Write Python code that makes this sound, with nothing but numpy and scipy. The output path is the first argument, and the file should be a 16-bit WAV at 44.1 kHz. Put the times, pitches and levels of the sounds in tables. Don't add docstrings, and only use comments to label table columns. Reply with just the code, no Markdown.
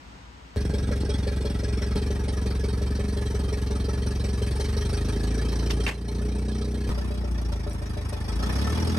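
import sys
import numpy as np
from scipy import signal
from scipy.fft import rfft, irfft, next_fast_len
from scipy.io import wavfile
from scipy.ndimage import uniform_filter1d, map_coordinates

SR = 44100
rng = np.random.default_rng(int(sys.argv[2]) if len(sys.argv) > 2 else 0)


def volts_from_decibels(level):
    exponent = np.asarray(level, float) / 20
    return 10 ** exponent


def waveform_to_disk(signal):
    frames = np.transpose(np.atleast_2d(signal))
    scaled = np.clip(frames, -1, 1) * 32767
    samples = np.round(scaled).astype(np.int16)
    wavfile.write(sys.argv[1], SR, samples)


N = 396018
TIME = np.arange(N) / SR

# [t/s, crank position/firings]
CUTS = [
    (0.561, 0.0),
    (1.959, 0.672),
    (6.892, 1.468),
]

# [f/Hz, level/dB per Hz]
SHOP_AIR = [(18, -38), (30, -22), (64, -1.5), (107, -13), (190, -12.5), (330, -19), (586, -22), (950, -17),
            (1050, -19.5), (2200, -25), (5620, -33.5), (8800, -39), (9900, -56), (11200, -54), (12500, -50),
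            (14200, -51), (15000, -70)]
# [f/Hz, likeness -1 to 1]
SHOP_ALIKE = [(60, 0.98), (230, 0.67), (880, -0.45), (3360, 0.085), (12800, -0.2)]
SHOP_DB = -47.5
# [f/Hz, level/dB]
HUM = [(59.2, -55), (269.2, -68), (845.2, -76), (958.2, -73)]

# [t/s, peak level/dB, f/Hz]
BUMPS = [(.643, -45.5, 216), (0.653, -23.5, 273), (0.699, -18, 156), (0.821, -28, 150), (.891, -19, 205),
         (.909, -31, 150), (1.035, -22, 280), (1.146, -29.5, 240), (1.192, -28, 200), (1.958, -27, 150),
         (6.893, -38, 35)]
# [t/s, peak level/dB]
TICKS = [
    (1.9595, -34),
    (6.8945, -42),
]

# [t/s, peak level/dB, t60/s, brightness 0-1]
CLANKS = [
    (5.7015, -31, .05, 0),
    (5.7055, -24.5, .07, 1),
    (5.8640, -21, .05, .15),
    (5.8765, -23, .1, 0),
    (5.888, -27, .1, 0),
    (5.909, -29, .16, 0),
]
# [f/Hz, t60/s, heavy-blow level/dB, thin-blow level/dB]
LEVER_MODES = [(1160, 0.036, -15, -18), (1770, 0.078, -5.5, -10), (2220, 0.04, 1.5, -12),
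               (2430, 0.066, -5.5, -9), (2714, 0.083, -4, -7), (3050, 0.038, -8, -2),
               (3640, 0.044, -12, -2), (4470, 0.054, -17, -11), (5530, 0.046, -19, -7),
               (5900, .04, -25, -9)]
# [f/Hz, level/dB per Hz]
THIN_STEEL = [(300, -40), (900, -1), (2000, -9), (3000, -2), (4000, -8), (5700, -4), (7000, -16),
              (11500, -13), (13300, -45)]
# [f/Hz, level/dB per Hz]
HEAVY_STEEL = [(250, -8.5), (830, -3), (1300, -8), (2300, -4), (2800, -6), (3600, -14.5), (5200, -19),
               (11500, -23), (13300, -45)]

# [t/s, peak level/dB]
JINGLES = [(7.3118, -41), (7.416, -44), (7.6969, -40), (7.7323, -38), (7.9733, -48), (8.0531, -45),
           (8.092, -36), (8.1319, -40), (8.3594, -39)]
# [f/Hz, level/dB per Hz]
CHAIN_LINKS = [(2500, -27), (5500, -2), (7000, -9), (8800, 4), (10400, 4), (12300, -9), (13300, -19),
               (16000, -40)]
JINGLE_T60_S, JINGLE_DB = 0.059, -5

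# [f/Hz, likeness -1 to 1]
ALIKE_SHED = [(60, 0.8), (130, 0.98), (280, 0.95), (450, 0.95), (700, 0.18), (1290, 0.46), (4500, 0.42),
              (9000, 0.4), (11500, 0.4)]
# [f/Hz, likeness -1 to 1]
ALIKE_YARD = [(60, 0.2), (130, 0.48), (280, 0.92), (600, 0.2), (1290, 0.11), (2770, -0.16), (6000, .1),
              (9000, .4), (12000, 0.37)]

# [t/s, firing rate/(1/s)]
SPEED = [(0.561, 22.883), (1.803, 21.717), (1.958, 22.469), (1.959, 22.647), (4.5, 22.29), (5.151, 26.903),
         (5.437, 28.344), (5.907, 28.511), (6.607, 30.896), (6.891, 31.241), (6.892, 29.552),
         (7.072, 30.982), (7.596, 26.915), (8.151, 25.645), (8.283, 26.138), (8.438, 29.339),
         (8.794, 40.924), (8.979, 41.99)]
HUNT_HZ, HUNT_S, HUNT_FROM_S, HUNT_TO_S = .325, 1.035, 1.761, 4.55
# [t/s, level over idle/dB]
LOAD = [(.56, -1), (4.3, -1), (4.6, 0.5), (5.2, 0), (5.82, 0), (6.05, -3), (6.89, -3), (6.893, -1),
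        (7.2, -4.5), (7.8, -4), (8.2, -2.5), (8.35, -1.5), (8.45, 1.5), (8.6, 3), (8.8, 3), (8.98, 2)]
# [level at idle/dB, growth/(dB per dB of load), change in the yard/dB]
LAYERS = [
    (-33.5, 0.7, -1),
    (-44.5, 1.36, 2.5),
    (-46, 1.55, 0),
    (-1, 0.5, -2.5),
]

STROKE_DB = [-4, -4.5, -4, -3, -9, -9, -20.5, -15, -17.5, -20.5, -17]
# [multiple, level/dB]
HALVES = [(1.5, -34), (2.5, -22), (3.5, -35), (4.5, -29), (8.5, -26.5)]
HALVES_YARD_DB = 6
# [f/Hz, level in the doorway/dB, level in the yard/dB]
PIPE = [(44.3, -37, -50), (55.4, -24.5, -21.5), (71.6, -25.5, -25.5), (87.5, -35, -33.5),
        (103.5, -34.5, -33.5), (156, -42, -48), (197.2, -41, -49), (215.3, -30, -41.5), (226, -41.5, -42),
        (253, -47, -42), (332, -44.5, -42), (520, -50, -43)]
# [f/Hz, lag/cycles]
PIPE_LAG = [(45, -.15), (62, .38), (68, .65), (84, .8), (92, 1.0), (112, 1.3), (135, 1.35), (160, 1.28),
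            (182, 1.17), (203, 1.45), (250, 1.6)]
ROAR_FROM, ROAR_DB, ROAR_DULLS = 30.7, 0.89, 0.098

# [f/Hz, t60/s, delay/s, level for cylinders 1-4/dB (4 columns),
# change when coasting in the yard/dB]
PANELS = [(167.4, 0.075, .004, -7.5, -2.5, 0, 0, 2.5), (204.5, 0.1, .006, -2, -3.5, -3, -5.5, 0.4),
          (255, 0.07, .006, 0.5, 0.5, -0.5, 1, -2), (311, 0.045, .004, -12, -10, -5.5, -9.5, -1.5),
          (413.9, 0.12, -.002, 4, -.5, -1.5, -4, -5), (443.4, 0.071, 0, 1, -13, -9, -1.5, -16),
          (504, 0.051, -0.0064, -2, -6.5, -10.5, -14, -9), (573, 0.23, -.003, -10, -21, -42, -41, -12),
          (592, 0.22, -.003, -19, -33, -36, -54, 17), (723, 0.033, -0.0043, -15, -17, -23, -20.5, 14)]
OPEN_DB = [0.1, 1.5, -1.5, 7, -4.5, -4, -2, 3, -6, 4.5]
# [t/s, level/dB]
JOLTS = [(.911, 1.5), (1.09, 0), (1.27, 2), (1.45, 1), (1.814, -0.5), (4.765, -4), (4.94, 0), (6.99, -1),
         (7.12, -1.5), (7.256, -1), (7.38, -7.5), (7.52, -2), (7.68, 3.5), (7.83, -1), (7.98, 3.5),
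         (8.13, 2.5), (8.29, -3)]
EVENED, LOWEST_DB, LOW_PANELS_DB, UPPER_PANELS_DB, TOP_PANEL_DB = 0.4, -2, 8, 2, 10
FIRST_UPPER_DB = 3
SPOOL_DB = -5
FLOOR_STIFFENS_HZ = 9
KNOCK_SAGS_DB, KNOCK_SAGS_UNDER = 1.5, 28.2
# [f/Hz, level/dB per Hz]
RUMBLE = [(25, -42), (45, -29), (80, -4.5), (130, -7), (214, -11.5), (334, -15.5), (414, -9.5), (509, -22),
          (800, -26), (1040, -30), (1760, -120)]

# [f in the first, second and third view/Hz (3 columns), width/Hz, level/dB,
# change in the yard/dB]
BLOCK = [(840, 888, 876, 41, -14.5, 7), (1307, 1275, 1310, 59, -9, 3.5), (1648, 1700, 1775, 45, -1, -0.5),
         (1956, 1890, 1900, 50, -9, 0), (2280, 2300, 2350, 110, -9, 3), (2470, 2530, 2530, 29, -5, 3),
         (2800, 2670, 2900, 25, -17, 14), (3350, 3160, 3330, 67, -3, 2), (3610, 3670, 3530, 35, -12.5, 4),
         (3834, 3880, 3880, 34, -2, 7), (4210, 4100, 4290, 66, 3, 1), (4370, 4440, 4800, 77, 5, -2),
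         (4560, 4650, 4660, 70, -2, -1), (5260, 5390, 5350, 40, -1, 3.5), (5610, 5760, 6500, 90, -1, 1),
         (6140, 6100, 5600, 100, -11, 15), (8040, 8060, 7890, 68, -3, -8), (8320, 8510, 8380, 98, -3, 4),
         (8600, 8830, 10000, 86, -4, 9), (8980, 9080, 9250, 84, -6, 1),
         (10700, 11300, 11500, 106, -21.5, -6)]
# [f/Hz, level/dB per Hz]
RATTLE = [(350, 0), (600, -2), (1040, -4.5), (1280, -7.5), (1530, -9.5), (1700, -9), (2600, -14),
          (3640, -32), (6160, -120)]
# [f/Hz, level/dB per Hz]
CLATTER = [(1350, -12.5), (2300, -15), (2820, -2.5), (3220, -1), (3500, 0), (4520, -6), (4900, 0.5),
           (5890, -1.5), (6870, -8.5), (8750, -6.5), (10200, -2.5), (11400, -7.5), (12200, -14.5),
           (13000, -27), (14500, -45)]
# [t/s, level/dB]
HARD = [(.911, 1), (1.09, 1.5), (1.45, -0.5), (1.633, -1), (1.814, 1.5), (3.303, 0.5), (4.598, 1.5),
        (4.93, 0.1), (4.969, 0.4), (5.084, 0.5), (7.521, 2), (7.67, -2), (8.091, 2.5), (8.284, 2),
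        (8.43, 1.5), (8.498, 2.5)]
VALVE_LEAD_S, DAMPED_AT = .003, .92
STAGGER_S = .0014
YARD_RING_DB, YARD_BED_DB = -3, .5

# [f/Hz, first level/dB, second level/dB, third level/dB]
FACING = [(300, 0.5, 0.5, 0), (780, -0.5, -0.5, -.5), (1090, -3.5, -1, 2), (1480, 1, 0, 1.5),
          (2580, 0.5, -1, 0), (5900, -1.5, -1.5, -1), (9900, -0.5, -0.5, -1.5), (12600, -1.5, -0.5, 2.5)]
TURN_S, TURN_HZ = .0003, 500

# [t/s, level/dB]
DUCK = [
    (5.87, 3.5),
    (5.92, -6),
    (6.0, -2),
    (6.15, 3),
]
# [f/Hz, left minus right level/dB]
LEAN = [(60, 0.0), (110, 0.0), (200, 0.5), (360, 0.5), (650, -1.5), (1180, -1.0), (2150, -0.5),
        (3900, -2.5), (7080, -1.5), (12800, 0.0)]
# [f/Hz, width/Hz, level/dB]
SIDE_DIPS = [(6650, 400, -11), (8650, 400, -18)]
STARVED_DB, STARVED_SWAY_DB = -14.5, 3


def unit(x):
    return x / np.sqrt(np.mean(x ** 2) + 1e-20)


def along(points, hz):
    f, v = np.transpose(points)
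    return np.interp(np.log(hz + 1), np.log(f + 1), v)


def curves(rows):
    s, *cols = np.transpose(rows)
    return [np.interp(TIME, s, c) for c in cols]


def wobble(rate):
    return map_coordinates(rng.standard_normal(int(N * rate / SR) + 4), [TIME * rate])


def coloured(x, points):
    m = next_fast_len(N + 8192)
    response = volts_from_decibels(along(points, np.fft.rfftfreq(m, 1 / SR)))
    return unit(irfft(rfft(x, m) * response, m)[..., :N])


def spread(pair, alike):
    likeness = np.clip(along(alike, np.fft.rfftfreq(N, 1 / SR)), -1, 1)
    turn = np.arccos(likeness) / 2
    mid, side = irfft(rfft(pair) * [np.cos(turn), np.sin(turn)], N)
    return np.array([mid + side, mid - side])


def laid(times, rows):
    at = np.round(np.asarray(times) * SR).astype(int)[:, None] + np.arange(rows.shape[-1])
    return np.bincount(at.ravel(), rows.ravel(), N + SR)[:N]


def workshop():
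    air = coloured(rng.standard_normal((2, N)), SHOP_AIR)
    hush = volts_from_decibels(SHOP_DB - 3.5 + 0.78 * wobble(9.4)) * spread(air, SHOP_ALIKE)
    hum = sum(volts_from_decibels(db + 3.0 + 1.5 * wobble(4.8)) * np.sin(2 * np.pi * hz * TIME) for hz, db in HUM)
    return (hush + hum) * volts_from_decibels([[1.1], [-1.1]]) * (TIME < CUTS[0][0])


def handling():
    s, db, hz = np.transpose(BUMPS)[:, :, None]
    cycles = hz * np.arange(SR // 10) / SR
    pushes = laid(s[:, 0], volts_from_decibels(db + 5.5) * np.sin(2 * np.pi * cycles) * np.exp(-1.6 * cycles))
    s, db = np.transpose(TICKS)[:, :, None]
    return pushes + laid(s[:, 0], volts_from_decibels(db) * [1, -1])


def chain():
    s, db = np.transpose(JINGLES)[:, :, None]
    t = np.arange(SR // 10) / SR
    decay = volts_from_decibels(db + JINGLE_DB - 60 * t / JINGLE_T60_S)
    shape = laid(s[:, 0] - .002, decay * (1 - np.exp(-t / .002)))
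    links = coloured(rng.standard_normal((2, N)), CHAIN_LINKS)
    return shape * volts_from_decibels(3 * wobble(300)) * spread(links, ALIKE_YARD)


def lever():
    s, db, t60, bright = np.transpose(CLANKS)[:, :, None]
    t = np.arange(SR // 4) / SR
    blows = volts_from_decibels(db - 8.5 - 60 * t / t60) * (1 - np.exp(-t / .002))
    share = np.clip(bright, 0, 1)
    thin = laid(s[:, 0], share * blows) * coloured(rng.standard_normal((2, N)), THIN_STEEL)
    heavy = laid(s[:, 0], (1 - share) * blows) * coloured(rng.standard_normal((2, N)), HEAVY_STEEL)
    ring = np.zeros((2, len(s), len(t)))
    for hz, ring_t60, heavy_db, thin_db in LEVER_MODES:
        draw = rng.standard_normal((3, len(s), 1))
        mode_db = heavy_db + share * (thin_db - heavy_db) + 3.0 * draw[0]
        level = volts_from_decibels(db - 11.0 + mode_db - 60 * t / ring_t60)
        ring += level * (1 - np.exp(-t / 0.00092)) * np.sin(2 * np.pi * hz * t + 3 * draw[1:])
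    rung = np.array([laid(s[:, 0], r) for r in ring])
    return 2 * volts_from_decibels(1.0 * wobble(150)) * spread(thin + heavy + rung, ALIKE_SHED)


def crank():
    rate, = curves(SPEED)
    hunting = (TIME > CUTS[1][0]) & (TIME < HUNT_TO_S)
    rate = rate + hunting * HUNT_HZ * np.sin(2 * np.pi * (TIME - HUNT_FROM_S) / HUNT_S)
    done = np.cumsum(rate) / SR
    position = np.zeros(N)
    for s, start in CUTS:
        first = int(s * SR)
        position[first:] = start + done[first:] - done[first]
    return rate, position


def clatter(times, cylinder, spectrum, rise, t60, ring_db, bed_db, cylinder_db):
    t = np.arange(3072) / SR
    hz = np.fft.rfftfreq(3072, 1 / SR)
    view = np.searchsorted([s for s, _ in CUTS[1:]], times)[:, None]
    yard = view == 2
    gap = np.interp(times, TIME, 1 / curves(SPEED)[0])[:, None]
    shape = (1 - np.exp(-(t / rise) ** 2)) * volts_from_decibels(-60 * t / t60)
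    shape = shape * np.exp(-(t / (DAMPED_AT * gap)) ** 4)
    burst, echo = rfft(rng.standard_normal((2, len(times), 3072)) * shape)
    hard_db = sum(db * (np.abs(times - s) < .012) for s, db in HARD)
    size = volts_from_decibels(np.array(cylinder_db)[cylinder] + hard_db + .8 * rng.standard_normal(len(times)))[:, None]
    colour = np.ones((2, *burst.shape), complex)
    for *centre_hz, width, db, yard_db in BLOCK:
        draw = np.clip(rng.standard_normal((len(times), 3, 1)), -2, 1.7) * [[4.0], [.009], [.9]]
        fc = np.array(centre_hz)[view] * (1 + draw[:, 1])
        level = volts_from_decibels(ring_db + YARD_RING_DB * yard + (db + yard_db * yard) / 2 + draw[:, 0])
        mode = level * 1j * hz * width / (fc ** 2 - hz ** 2 + 1j * hz * width)
        late = STAGGER_S * rng.exponential(1, (len(times), 1)).clip(0, 4)
        mode *= np.exp(-2j * np.pi * hz * late)
        colour += [mode, mode * np.exp(1j * draw[:, 2])]
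    across = np.where(yard, echo, -1j * burst)
    rung = irfft(colour * [burst, across], 3072) * size
    starts = times - VALVE_LEAD_S * (times > times[0])
    shaken = unit(np.array([laid(starts, r) for r in rung]))
    bed = volts_from_decibels(bed_db + YARD_BED_DB * (TIME > CUTS[2][0])) * rng.standard_normal((2, N))
    return coloured(shaken + bed, spectrum)


def knock(times, cylinder):
    t = np.arange(SR // 8) / SR - 1 / 200
    rows = np.zeros((2, len(times), len(t)))
    in_yard = times > CUTS[2][0]
    coasting = in_yard * np.interp(times, [8.3, 8.5], [1, .5])
    opened = np.interp(times, [8.2, 8.45], [0, 1])
    revved = (times < CUTS[2][0]) * np.interp(times, [4.7, 5.1], [0, 1])
    spooling = np.interp(times, [4.45, 4.6, 4.95, 5.1], [0, 1, 1, 0])
    jolt_db = sum(db * (np.abs(times - s) < .018) for s, db in JOLTS)
    for (hz, t60, delay, *db), open_db in zip(PANELS, OPEN_DB):
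        draw = rng.standard_normal((len(times), 4)) * [1.2, .0002, .006, 1]
        upper = 480 < hz < 650
        revved_db = EVENED * np.mean(db[:4]) + LOWEST_DB * (hz < 230) + LOW_PANELS_DB * (280 < hz < 350)
        revved_db += UPPER_PANELS_DB * upper + TOP_PANEL_DB * (hz > 650)
        level_db = np.array(db)[cylinder] * (1 - EVENED * revved) + revved * revved_db
        level_db = level_db + db[4] * coasting + open_db * opened
        level_db = level_db + FIRST_UPPER_DB * (times < 1.5) * upper
        level_db = level_db + jolt_db * (hz > 400) + SPOOL_DB * spooling * (hz < 300)
        level = volts_from_decibels(level_db + draw[:, 0])[:, None]
        age = np.clip(t - delay - draw[:, 1:2], 0, None)
        shape = level * volts_from_decibels(-60 * age / t60) * (1 - np.exp(-age / 0.0019))
        stiff_hz = FLOOR_STIFFENS_HZ * (190 < hz < 230) * np.maximum(revved, in_yard)[:, None]
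        cycles = (hz + stiff_hz) * (1 + draw[:, 2:3]) * age + (hz < 300) * draw[:, 3:] / 11
        rows += shape * np.sin(2 * np.pi * np.array([cycles, cycles + draw[::-1, 3:]]))
    return unit(np.array([laid(times - 1 / 200, r) for r in rows]))


def tones(rate, position, level_db):
    yard = TIME > CUTS[2][0]
    uneven = 0.052 * np.cos(np.pi * position) + 0.011 * np.cos(np.pi / 2 * position)
    level_db = level_db + ROAR_DB * np.clip(rate - ROAR_FROM, 0, None)
    in_door, in_yard = np.array(PIPE)[:, :2], np.array(PIPE)[:, ::2]
    halves = [(k, db + HALVES_YARD_DB * yard) for k, db in HALVES]
    total = np.zeros(N)
    for k, db in [*enumerate(STROKE_DB, start=2), *halves]:
        hz = k * rate
        pipe_db = np.where(TIME < CUTS[2][0], along(in_door, hz), along(in_yard, hz))
        sway_db = (0.57 + 0.15 * k) * wobble(19) + 0.41 * (k - 2.5) * wobble(4.2)
        level = volts_from_decibels(level_db * (1 - ROAR_DULLS * (k - 0.5)) + db + pipe_db + sway_db)
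        wave = np.cos(2 * np.pi * (k * position - along(PIPE_LAG, hz)))
        total += level * np.sqrt(2) * (1 + k * uneven / 2) * wave
    return total


def engine():
    rate, position = crank()
    fired = np.flatnonzero((np.diff(np.floor(position)) % 4 == 1) & (TIME[1:] > CUTS[0][0]))
    times = np.append(CUTS[0][0], fired / SR)
    cylinder = np.append(0, position[fired + 1].astype(int) % 4)
    yard = TIME > CUTS[2][0]
    load_db, = curves(LOAD)
    knock_db, rattle_db, clatter_db, tone_db = (db + grows * load_db + yard_db * yard
                                                for db, grows, yard_db in LAYERS)
    knock_db -= KNOCK_SAGS_DB * np.clip(KNOCK_SAGS_UNDER - rate, 0, None) * yard
    rumble = coloured(rng.standard_normal((2, N)), RUMBLE) * volts_from_decibels(-11.5 + 1.5 * wobble(9))
    body = volts_from_decibels(knock_db) * (volts_from_decibels(-4.0) * knock(times, cylinder) + rumble)
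    body += volts_from_decibels(rattle_db) * clatter(times, cylinder, RATTLE, rise=.006, t60=.4, ring_db=11.5, bed_db=-6.5,
                                     cylinder_db=[1.5, 0, -.5, -1])
    body += volts_from_decibels(clatter_db) * clatter(times, cylinder, CLATTER, rise=.004, t60=.26, ring_db=12.5, bed_db=-9,
                                      cylinder_db=[1.6, .3, -.3, -1.2])
    hz = np.fft.rfftfreq(N, 1 / SR)
    facing = np.array(FACING)
    first, second, third = (irfft(rfft(body) * volts_from_decibels(along(facing[:, [0, k]], hz)), N) for k in range(1, 4))
    shed = spread(np.where(TIME < CUTS[1][0], first, second), ALIKE_SHED)
    tone = tones(rate, position, tone_db)
    left, right = spread(third, ALIKE_YARD) + tone
    lag = volts_from_decibels(.3) * np.exp(1j * np.pi * hz * TURN_S * np.exp(-(hz / TURN_HZ) ** 2))
    turned = irfft(rfft([left, right]) * [lag, 1 / lag], N)
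    return np.where(TIME < CUTS[2][0], shed + tone, turned) * (TIME > CUTS[0][0])


def scene():
    return workshop() + handling() + chain() + lever() + engine()


def starved(pair):
    hz, _, z = signal.stft(pair, SR, nperseg=2048)
    power = np.abs(z[:, :1024].reshape(2, 64, 16, -1)) ** 2
    level = 10 * np.log10(power.mean(axis=2) + 1e-20)
    sway = uniform_filter1d(rng.standard_normal(level.shape), size=4, axis=2)
    sway = unit(uniform_filter1d(sway, size=2, axis=1))
    neighbours = level[:1, 23:27].mean(axis=1, keepdims=True)
    weak = level < neighbours + STARVED_DB + STARVED_SWAY_DB * sway
    z[:, :1024] *= ~(np.repeat(weak, 16, axis=1) & (hz[:1024, None] > 6000))
    return signal.istft(z, SR, nperseg=2048)[1][:, :N]


def top_cut(x):
    return signal.sosfilt(signal.butter(12, 16000, fs=SR, output="sos"), x)


def record(dry):
    m = next_fast_len(N + 8192)
    hz = np.fft.rfftfreq(m, 1 / SR)
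    lean = volts_from_decibels(along(LEAN, hz) / 2)
    ducked = dry * volts_from_decibels(curves(DUCK)[0])
    rounded = ducked / (1 + np.abs(ducked / .2) ** 4) ** (1 / 4)
    left, right = rfft(rounded, m) * [lean, 1 / lean]
    notch = volts_from_decibels(-18 * np.exp(-((hz - 10400) / 560) ** 4))
    dips_db = sum(db * np.exp(-((hz - c) / w) ** 2) for c, w, db in SIDE_DIPS)
    narrows = volts_from_decibels(dips_db + np.interp(hz, [7000, 9000, 10600, 11200, 12400], [0, 3, 1.5, -1.5, -9]))
    middle_side = irfft([(left + right) * notch, (left - right) * narrows], m)[:, :N] / 2
    mid, side = starved(middle_side)
    mix = np.array([mid + side, mid - side])
    return top_cut(mix)


dry = scene()
out = record(dry)
waveform_to_disk(out)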